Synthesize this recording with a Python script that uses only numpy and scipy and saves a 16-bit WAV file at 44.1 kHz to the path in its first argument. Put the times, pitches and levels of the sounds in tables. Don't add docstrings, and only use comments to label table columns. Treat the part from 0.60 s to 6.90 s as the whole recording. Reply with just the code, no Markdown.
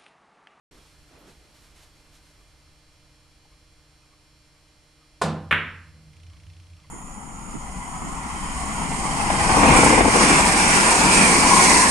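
import sys
import numpy as np
from scipy import signal
from scipy.fft import rfft, irfft
from scipy.io import wavfile

SR = 44100
rng = np.random.default_rng(int(sys.argv[2]) if len(sys.argv) > 2 else 0)


def pcm_store(signal):
    levels = np.round(np.clip(np.atleast_2d(signal), -1, 1) * 32767)
    wavfile.write(sys.argv[1], SR, levels.astype(np.int16).T)


N = 277830
T = np.arange(N) / SR
CUE_S, CLACK_S = 4.615, 4.9105


# delay in seconds, gain in dB.
CLACK_PATHS = [(0, 0), (.0028, -1), (.0045, 2), (.0062, -6), (.0151, -9), (.0163, 2.5), (.02, -5),
               (.0262, -8)]
# frequency in Hz, relative level in dB.
CLACK_COLOUR = [(60, -23), (130, -16), (230, -10.5), (350, -14), (520, -8.5), (700, -16), (1050, -7.5),
                (1600, 1), (2200, -1), (2900, -6.5), (3700, -16), (4600, -36), (7000, -43), (8500, -38),
                (11200, -38.5), (12500, -44), (16000, -47)]
# frequency in Hz, relative level in dB, seconds to fall 60 dB.
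TABLE_MODES = [(88.7, -16, 1.2), (158, 0, 0.61), (205, -12, 0.81), (232, -14, 0.59), (326.4, -18, 0.83),
               (498, -7.5, .42), (570, -12.5, .45), (693, -13.5, .38), (787, -14.5, .5), (1034, -16, .6)]

def ball_clack():
    space = room(CLACK_PATHS, tail_db=-21.5, build_s=.0066)
    crack = response(CLACK_COLOUR)
    mids = signal.lfilter(*signal.iirpeak(1700, 1.1, fs=SR), crack)
    crack = crack - 2 * mids
    thud = ring(TABLE_MODES, rise_s=.004, tilt_db_per_octave=-18)
    return place(CLACK_S, undb(4) * through(space, crack)) + place(CLACK_S, undb(-14.5) * thud)


# delay in seconds, gain in dB.
CUE_PATHS = [(0, -5), (.0027, -1), (.0056, -3.5), (.0072, -2), (.0096, -13), (.0212, -6)]
# frequency in Hz, relative level in dB.
KNOCK_COLOUR = [(60, -12.5), (130, -3.5), (230, 5.5), (330, -2.5), (500, 3.5), (750, 0.5), (1050, -1),
                (1450, -6), (2000, -15), (3000, -18), (5000, -32), (12000, -58)]
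# frequency in Hz, relative level in dB.
CHALK_COLOUR = [(1000, -17), (2400, -2.5), (3200, -1.5), (4100, 1.5), (6200, -5), (7600, -1.5), (9600, -4),
                (11300, -13), (12500, -29), (15000, -28)]
# frequency in Hz, relative level in dB, seconds to fall 60 dB.
SHAFT_MODES = [(785, -9, .05), (1044, 3, 0.049), (1475, -2.5, 0.047), (1735, -23.5, 0.51),
               (2000, -14, .035), (3160, -20, .06), (3870, -24, 0.091), (4660, -31, .3)]

def cue_stroke():
    knock = through(room(CUE_PATHS, tail_db=-23, build_s=.0026), response(KNOCK_COLOUR))
    scrape = through(room(CUE_PATHS, tail_db=-20, build_s=.0025), response(CHALK_COLOUR))
    scrape *= np.exp(-T[:scrape.shape[1]] / .3)
    return (place(CUE_S, undb(.5) * knock)
            + place(CUE_S + .001, undb(-11.5) * scrape)
            + place(CUE_S + .0028, undb(-16.5) * ring(SHAFT_MODES, rise_s=.00024))
            + place(CUE_S + .008, undb(-18) * ring(TABLE_MODES, rise_s=.023)))


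# frequency in Hz, relative level in dB.
ROLL_COLOUR = [(35, -33), (62, -11.5), (76, -4), (86, 3), (96, -8.5), (125, -17), (145, -15), (155, -5),
               (170, -19.5), (260, -34), (500, -51), (4000, -90)]

def rolling():
    crossing_s, crossing_width_s, crossing_db = 5.84, .24, 8
    speed = np.clip((T - CUE_S) / .054, 0, 1) * fade(CUE_S, db_per_s=3.5)
    crossing = np.exp(-((T - crossing_s) / crossing_width_s) ** 2)
    slate = through(stereo_noise(side_db=-8), response(ROLL_COLOUR))
    lowest = signal.sosfiltfilt(signal.butter(4, 115, fs=SR, output="sos"), slate)
    return undb(-48) * speed * (slate - lowest + lowest * undb(crossing_db * crossing))


def cushion_nudge():
    return place(5.325, undb(-42) * ring(TABLE_MODES, rise_s=.02, tilt_db_per_octave=-4))


# start in seconds, length in seconds, level in dB.
SCUFFS = [(.05, .14, -59), (.495, .21, -55), (.78, .12, -65)]
# frequency in Hz, relative level in dB.
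SHOE_COLOUR = [(100, -7), (220, 0), (350, 0.5), (600, -3.5), (900, -7.5), (1600, -11.5), (4000, -22.5),
               (10000, -46)]
# start in seconds, length in seconds, level in dB.
RUSTLES = [(.09, .22, -63.3), (.645, .07, -60.3), (.92, .16, -62), (1.135, .105, -58.6),
           (1.51, .055, -59.8), (1.62, .06, -64)]
# frequency in Hz, relative level in dB.
SLEEVE_COLOUR = [(200, -7.5), (1200, 3), (4000, 0), (9000, -4), (12500, -8.5), (14500, -41)]

def player():
    catches = undb(waver(rate_hz=60))
    shoe = through(stereo_noise(side_db=-5.5), response(SHOE_COLOUR))
    sleeve = through(stereo_noise(side_db=-14.5), response(SLEEVE_COLOUR))
    return (shoe * movements(SCUFFS, stir_db=-67.5) + sleeve * movements(RUSTLES, stir_db=-65.7)) * catches


def movements(rows, stir_db):
    attack_s = release_s = .035
    power = (undb(stir_db) * fade(start_s=1.55, db_per_s=10.5)) ** 2
    for start, length, db in rows:
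        attack = np.clip((T - start) / attack_s, 0, 1)
        release = np.exp(-np.maximum(T - start - length, 0) / release_s)
        power += (undb(db) * attack * release) ** 2
    return np.sqrt(power)


# frequency in Hz, relative level in dB.
CLICK_COLOUR = [(3000, -22), (8000, -12), (11500, 0), (14000, -2), (15500, -14)]

def small_click():
    space = room([(0, 0)], tail_db=-25, build_s=.006, size=8192)
    return place(.591, undb(-42) * through(space, response(CLICK_COLOUR)))


# peak time in seconds, level in dB, pitch in Hz, half-width in seconds.
SQUEAKS = [(1.803, -66, 1150, .02), (2.07, -71, 1190, .02), (2.655, -69, 1200, .02),
           (2.72, -66.5, 2350, .008), (2.856, -64, 855, .01), (2.93, -65, 1110, .015),
           (3.438, -64.5, 1280, .012), (3.531, -65, 1130, 0.022), (3.978, -66, 1130, 0.023),
           (4.43, -67, 1220, 0.036), (5.747, -63, 1120, .028), (6.188, -64, 1220, .016),
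           (6.25, -59, 1030, 0.01)]

def squeaks(size=16384):
    out = np.zeros((2, N))
    t = (np.arange(size) - size / 2) / SR
    for peak_s, db, hz, width_s in SQUEAKS:
        friction = stereo_noise(side_db=-11, size=size)
        bands = [signal.butter(2, [f - 70, f + 70], "band", fs=SR, output="sos") for f in (hz, 2 * hz)]
        low, octave = (signal.sosfilt(band, friction) for band in bands)
        squeak = low + undb(-6) * octave
        swell = np.exp(-(t / width_s) ** 2)
        out += place(peak_s + t[0], undb(db) * squeak / squeak.std() * swell)
    return out


# frequency in Hz (snapped to a drum harmonic), level in dB.
DRUM_PARTIALS = [(150.7, -69), (301.5, -72), (2099, -77.5), (2396, -76.5), (2697, -80.5), (2998, -79),
                 (3295, -76.5), (3898, -84), (4048, -77.5), (4194, -74), (4495, -74), (4797, -79.5),
                 (5093, -82.5), (5394, -74), (5696, -79.5), (5992, -86.5), (6891, -87.5), (7192, -83.5),
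                 (7494, -82), (9889, -94.5), (10191, -89), (10492, -97), (10788, -84.5), (11391, -90),
                 (11687, -92), (11989, -90)]

def drum_hum():
    drum_hz = 149.85
    clock = T + 1.5e-5 * waver(rate_hz=12)
    hum = 0
    for hz, db in DRUM_PARTIALS:
        harmonic_hz = round(hz / drum_hz) * drum_hz
        phase = rng.normal(0, .64) + min(hz / 6000, 1) * rng.normal(0, .28, (2, 1))
        amplitude = np.sqrt(2) * undb(db + 1.1 * waver(rate_hz=20))
        hum += amplitude * np.cos(2 * np.pi * harmonic_hz * clock + phase)
    return hum


# frequency in Hz, relative level in dB.
TICK_COLOUR = [(1200, -20), (2300, 0), (2800, -1), (3300, 0.5), (4300, -13), (5900, -6.5), (7500, -20),
               (9200, -11), (12000, -35), (15000, -50)]

def head_ticks():
    first_s, soften_s, frame_hz, decay_s = 5.533, 6.02, 29.97, .0062
    since_tick = (T - first_s) % (1 / frame_hz)
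    gate = np.exp(-since_tick / decay_s) * (T > first_s)
    level_db = -54.6 - 3 * (T > soften_s)
    return undb(level_db) * through(stereo_noise(side_db=-13) * gate, response(TICK_COLOUR))


# frequency in Hz, level in dB.
FAN_TONES = [(120, -75), (320, -76), (472, -78), (599, -77)]
# frequency in Hz, relative level in dB.
BED_COLOUR = [(20, -5), (45, 1.5), (80, -2), (120, -9), (200, -15.5), (400, -20), (1000, -18.5),
              (2500, -23), (3700, -25), (4400, -27), (6500, -27), (8000, -30.5), (9000, -25.5),
              (12400, -41.5), (13600, -66)]

def room_tone():
    fan = sum(np.sqrt(2) * undb(db) * np.sin(2 * np.pi * (hz * T + rng.random())) for hz, db in FAN_TONES)
    rumble_colour = [(15, -5.5), (40, 0), (65, -1.5), (110, -12), (400, -39), (3000, -81)]
    rumble = through(stereo_noise(side_db=-5), response(rumble_colour))
    easing = fade(0, db_per_s=1) / (1 + np.exp((T - 3.35) / .3))
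    bed = through(stereo_noise(side_db=-4), response(BED_COLOUR))
    return fan + undb(-60.5) * rumble * easing + undb(-59.5) * bed


# frequency in Hz, seconds to fall 60 dB.
ROOM_DECAY = [(80, 1), (250, 0.74), (500, 0.49), (1000, 0.57), (2200, .54), (4000, 0.47), (8000, 0.3),
              (13000, .2)]

def room(paths, tail_db, build_s, size=44100):
    t, hz = np.arange(size) / SR, np.fft.rfftfreq(size, 1 / SR)
    spectrum = rfft(stereo_noise(side_db=-10.5, size=size))
    centres = np.geomspace(60, 15000, 17)
    tail = 0
    for centre, share in zip(centres, np.eye(len(centres))):
        band = irfft(spectrum * np.interp(hz, centres, share), size)
        tail += band * decay(t, on_log_axis(centre, ROOM_DECAY))
    early = sum(place(delay, undb([db]), size) for delay, db in paths)
    return early + tail * undb(tail_db) * (1 - np.exp(-t / build_s))


def ring(modes, rise_s, tilt_db_per_octave=0):
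    t = T[:2 * SR]
    tones = 0
    for hz, db, t60 in modes:
        gain = undb(db + tilt_db_per_octave * np.log2(hz / modes[0][0]))
        tones += gain * np.sin(2 * np.pi * hz * t) * decay(t, t60)
    return tones * (1 - np.exp(-t / rise_s)) ** 2


def stereo_noise(side_db, size=N):
    mid, side = rng.standard_normal((2, size))
    side = .4 * side + signal.lfilter(*signal.butter(1, 2500, "high", fs=SR), side)
    return mid + undb(side_db) * side * np.array([[1], [-1]])


def response(colour, size=8192):
    magnitude = undb(on_log_axis(np.fft.rfftfreq(size, 1 / SR), colour))
    cepstrum = irfft(np.log(magnitude))
    cepstrum[1:size // 2] *= 2
    cepstrum[size // 2 + 1:] = 0
    pulse = irfft(np.exp(rfft(cepstrum)))
    return pulse / np.sqrt(np.sum(pulse ** 2))


def on_log_axis(hz, points):
    f, value = np.transpose(points)
    return np.interp(np.log(np.maximum(hz, 1)), np.log(f), value)


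def through(x, pulse):
    return signal.fftconvolve(x, pulse[None])[:, :x.shape[1]]


def place(start_s, x, size=N):
    out = np.zeros((2, size))
    i = max(round(start_s * SR), 0)
    out[:, i:i + x.shape[-1]] = x[..., :size - i]
    return out


def waver(rate_hz):
    return np.interp(T * rate_hz, np.arange(400), rng.standard_normal(400))


def fade(start_s, db_per_s):
    return undb(-db_per_s * np.maximum(T - start_s, 0))


def decay(t, t60):
    return undb(-60 * t / t60)


def undb(db):
    return 10 ** (np.asarray(db) / 20)


def scene():
    shot = cue_stroke() + ball_clack() + rolling() + cushion_nudge()
    return shot + player() + squeaks() + drum_hum() + head_ticks() + room_tone() + small_click()


def record(dry):
    start_s, top_hz = .11, 15200
    running = np.clip((T - start_s) / .0033, 0, 1)
    balance = undb([[-.7], [.7]])
    lowpass = signal.ellip(8, .2, 70, top_hz, fs=SR, output="sos")
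    return signal.sosfilt(lowpass, dry * running * balance)


dry = scene()
out = record(dry)
pcm_store(out)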